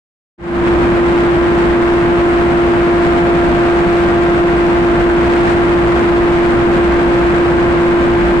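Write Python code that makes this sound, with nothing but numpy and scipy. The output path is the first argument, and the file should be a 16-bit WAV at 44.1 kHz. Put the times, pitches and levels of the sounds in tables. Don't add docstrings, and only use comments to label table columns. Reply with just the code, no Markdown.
import sys
import numpy as np
from scipy import signal
from scipy.fft import rfft, irfft
from scipy.io import wavfile
from scipy.ndimage import uniform_filter1d

SR = 44100
rng = np.random.default_rng(int(sys.argv[2]) if len(sys.argv) > 2 else 0)


def dump(signal):
    limited = np.clip(np.atleast_2d(signal).T, -1, 1)
    pcm = np.round(limited * 32767).astype(np.int16)
    wavfile.write(sys.argv[1], SR, pcm)


N = 370440
TIME = np.arange(N) / SR
FREQS = np.maximum(np.fft.rfftfreq(N, 1 / SR), 1)


def undb(db):
    return 10 ** (np.asarray(db) / 20)


def curve(table):
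    return np.interp(TIME, *np.transpose(table))


def colour(points):
    hz, db = np.transpose(points)
    return undb(np.interp(np.log(FREQS), np.log(hz), db))


def resonances(modes):
    power = 0
    for hz, width, db in modes:
        off_peak = (FREQS / hz - hz / FREQS) * hz / (2 * width)
        power += undb(db) ** 2 / (1 + 2 * off_peak ** 2) ** 2
    return np.sqrt(power)


def wander(rate):
    hold = max(int(SR / rate), 1)
    steps = np.repeat(rng.standard_normal(N // hold + 1), hold)
    smooth = uniform_filter1d(uniform_filter1d(steps, hold), hold)[:N]
    return smooth / smooth.std()


def pan(db):
    return undb(np.array([[db], [-db]]) / 2)


def room_noise(gain, mic_gap_m=0.17):
    likeness = np.sinc(2 * FREQS * mic_gap_m / 343)
    mid, side = rfft(rng.standard_normal((2, N))) * gain * np.sqrt([1 + likeness, 1 - likeness])
    stereo = irfft(np.array([mid + side, mid - side]), N)
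    return stereo / stereo.std()


def evened(noise, span_s=.14):
    return noise / np.sqrt(uniform_filter1d(np.mean(noise ** 2, axis=0), int(span_s * SR)))


def tone(phase, db, pan_db, lead):
    return np.sqrt(2) * undb(db) * pan(pan_db) * np.sin(phase + np.array([[lead], [-lead]]) / 2)


# (pitch [times the blade rate], level [dB], left louder by [dB], left ahead by [rad])
BLADE_TONES = [(.5, -30.5, 6, 2.56), (1, -14, -1.26, 0.33), (2.5, -36.5, 4, 0.16), (3, -41.5, -4.5, 1.5),
               (3.5, -35.5, -4, 1.5), (4, -44, 4, 2)]
# (time [s], level before the lift [dB])
OCTAVE_SWELL = [(0.95, -37.5), (1.3, -31), (2.5, -27), (3.3, -25), (5.7, -30.5), (7.8, -30), (8.35, -34.5)]


def blower(blade_hz=345.1, shake_rad=0.036, octave_lift_db=2.0, octave_waver_db=0.5):
    phase = 2 * np.pi * blade_hz * TIME + shake_rad * wander(8.1)
    tones = sum(tone(multiple * phase, db, pan_db, lead) for multiple, db, pan_db, lead in BLADE_TONES)
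    octave_db = curve(OCTAVE_SWELL) + octave_lift_db + octave_waver_db * wander(5)
    return tones + tone(2 * phase, octave_db, pan_db=3.3, lead=0.44)


# (pitch [Hz], level [dB], left louder by [dB], left ahead by [rad])
MACHINE_TONES = [(123.2, -35, 3, -.2), (242.9, -28.5, 3, .7), (527.6, -35.5, 3, .6), (675.6, -42, 6, -.5),
                 (1110.3, -38.5, 5, 2.6), (1126.5, -42.5, 7, -1.4), (1233.4, -39, 1, -3.1),
                 (1356.6, -39, 3, -1.9), (1479.7, -39.5, -5, -1.7), (1576.6, -35.5, 3, 1.2),
                 (1603.6, -43, 9, 1.2), (2477.7, -45, 2, -2.4), (2703, -51, 1, 1.9), (3378, -53, 1, -1.8)]


def machinery(waver_rad=0.49, fading_db=2):
    whines = 0
    for hz, db, pan_db, lead in MACHINE_TONES:
        phase = 2 * np.pi * hz * TIME + waver_rad * wander(3.01)
        whines += tone(phase, db + fading_db * wander(2.04), pan_db, lead)
    return whines


# (pitch [Hz], width [Hz], relative level [dB])
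BOOM_NOTES = [(42.7, 3.2, -4), (58.8, 7.9, 1), (66, 9, -2)]
# (pitch [Hz], width [Hz], relative level [dB])
DRONE_NOTES = [(96.3, 10, -4.5), (121.3, 17, -2), (158.6, 19, -0.5), (183.5, 14, 1), (200.2, 16, -2),
               (247, 37, -3), (290.7, 8, -1.5), (321, 13.6, 1.5), (369.4, 8, -6)]
# (time [s], level change [dB])
RUMBLE_DRIFT = [(0.8, 3), (1.25, -1), (2.3, -1.4), (2.9, -1.6), (3.3, 0.8), (4.7, -0.7), (7.1, 0), (8.0, 1)]
# (frequency [Hz], relative level [dB])
ROAR_COLOUR = [(15, -14), (100, -9.5), (280, 0), (380, 2), (500, 0.5), (750, -1), (1100, -3), (1600, -3.5),
               (2200, -8.5), (3200, -21), (4500, -29.5), (6500, -37), (9000, -42), (15000, -67)]


def flame(boom_db=-26, drone_db=-21, roar_db=-20, flicker_db=0.7):
    drift_db = curve(RUMBLE_DRIFT)
    boom_gain = undb(boom_db + drift_db + boom_swells() + wander(12))
    drone_gain = undb(drone_db + drift_db + 0.84 * wander(12))
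    roar_gain = undb(roar_db + 0.51 * wander(30))
    boom = evened(room_noise(resonances(BOOM_NOTES))) * boom_gain * pan(1.7)
    drone = evened(room_noise(resonances(DRONE_NOTES))) * drone_gain * pan(0.59)
    roar = room_noise(colour(ROAR_COLOUR)) * roar_gain * pan(1.0)
    return (boom + drone + roar) * undb(flicker_db * wander(35))


# (time of the peak [s], length [s], rise [dB])
BOOM_SWELLS = [(0.81, .22, 4), (1.38, .18, 8.5), (1.678, .22, 8.5), (2.7, .2, 6.5), (4.53, .22, 4),
               (5.02, .6, 5), (5.82, .5, 6), (6.89, .3, 6.5), (7.26, 0.2, 5), (8.27, .22, 5)]


def boom_swells():
    return sum(db * np.maximum(1 - 2 * np.abs(TIME - peak) / length, 0)
               for peak, length, db in BOOM_SWELLS)


def scene():
    return blower() + machinery() + flame()


def overload(sound, drive_db=6.0, ceiling=0.32, leak=0.043):
    driven = sound * undb(drive_db) / ceiling
    flattened = driven / (1 + driven ** 8) ** (1 / 8)
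    return ceiling * (flattened + leak * driven)


# (frequency [Hz], relative level [dB])
HISS_COLOUR = [(100, -1.5), (800, 3), (1800, 2.5), (3000, -6), (4500, -13), (6500, -19.5), (9000, -27.5),
               (15000, -37.5)]


def hiss(level_db=-31.5):
    return undb(level_db) * room_noise(colour(HISS_COLOUR))


def causal(gain):
    cepstrum = irfft(np.log(gain), N)
    fold = np.concatenate([[1], np.full(N // 2 - 1, 2), [1], np.zeros(N // 2 - 1)])
    return np.exp(rfft(cepstrum * fold))


# (frequency [Hz], level change [dB])
MIC_COLOUR = [(20, 4), (60, 0), (1500, 0), (3000, -2.5), (4500, -4.5), (6000, -5), (7200, -1), (8400, 2),
              (10000, -2.5), (12000, -7), (15000, -9.5)]
# (frequency [Hz], left louder by [dB])
MIC_BALANCE = [(1500, 0), (2200, -0.7), (4000, -0.1), (7000, 2), (12000, -2.2)]


def microphones(sound):
    balance = colour(MIC_BALANCE) ** np.array([[.5], [-.5]])
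    return irfft(rfft(sound) * causal(colour(MIC_COLOUR)) * balance, N)


def record(dry, fade_in_s=(.378, .672), top_hz=15700):
    rasp = overload(dry) + hiss()
    faded = microphones(rasp) * np.interp(TIME, fade_in_s, [0, 1])
    treble_cut = signal.ellip(8, .2, 70, top_hz, fs=SR, output="sos")
    return signal.sosfilt(treble_cut, faded)


dry = scene()
out = record(dry)
dump(out)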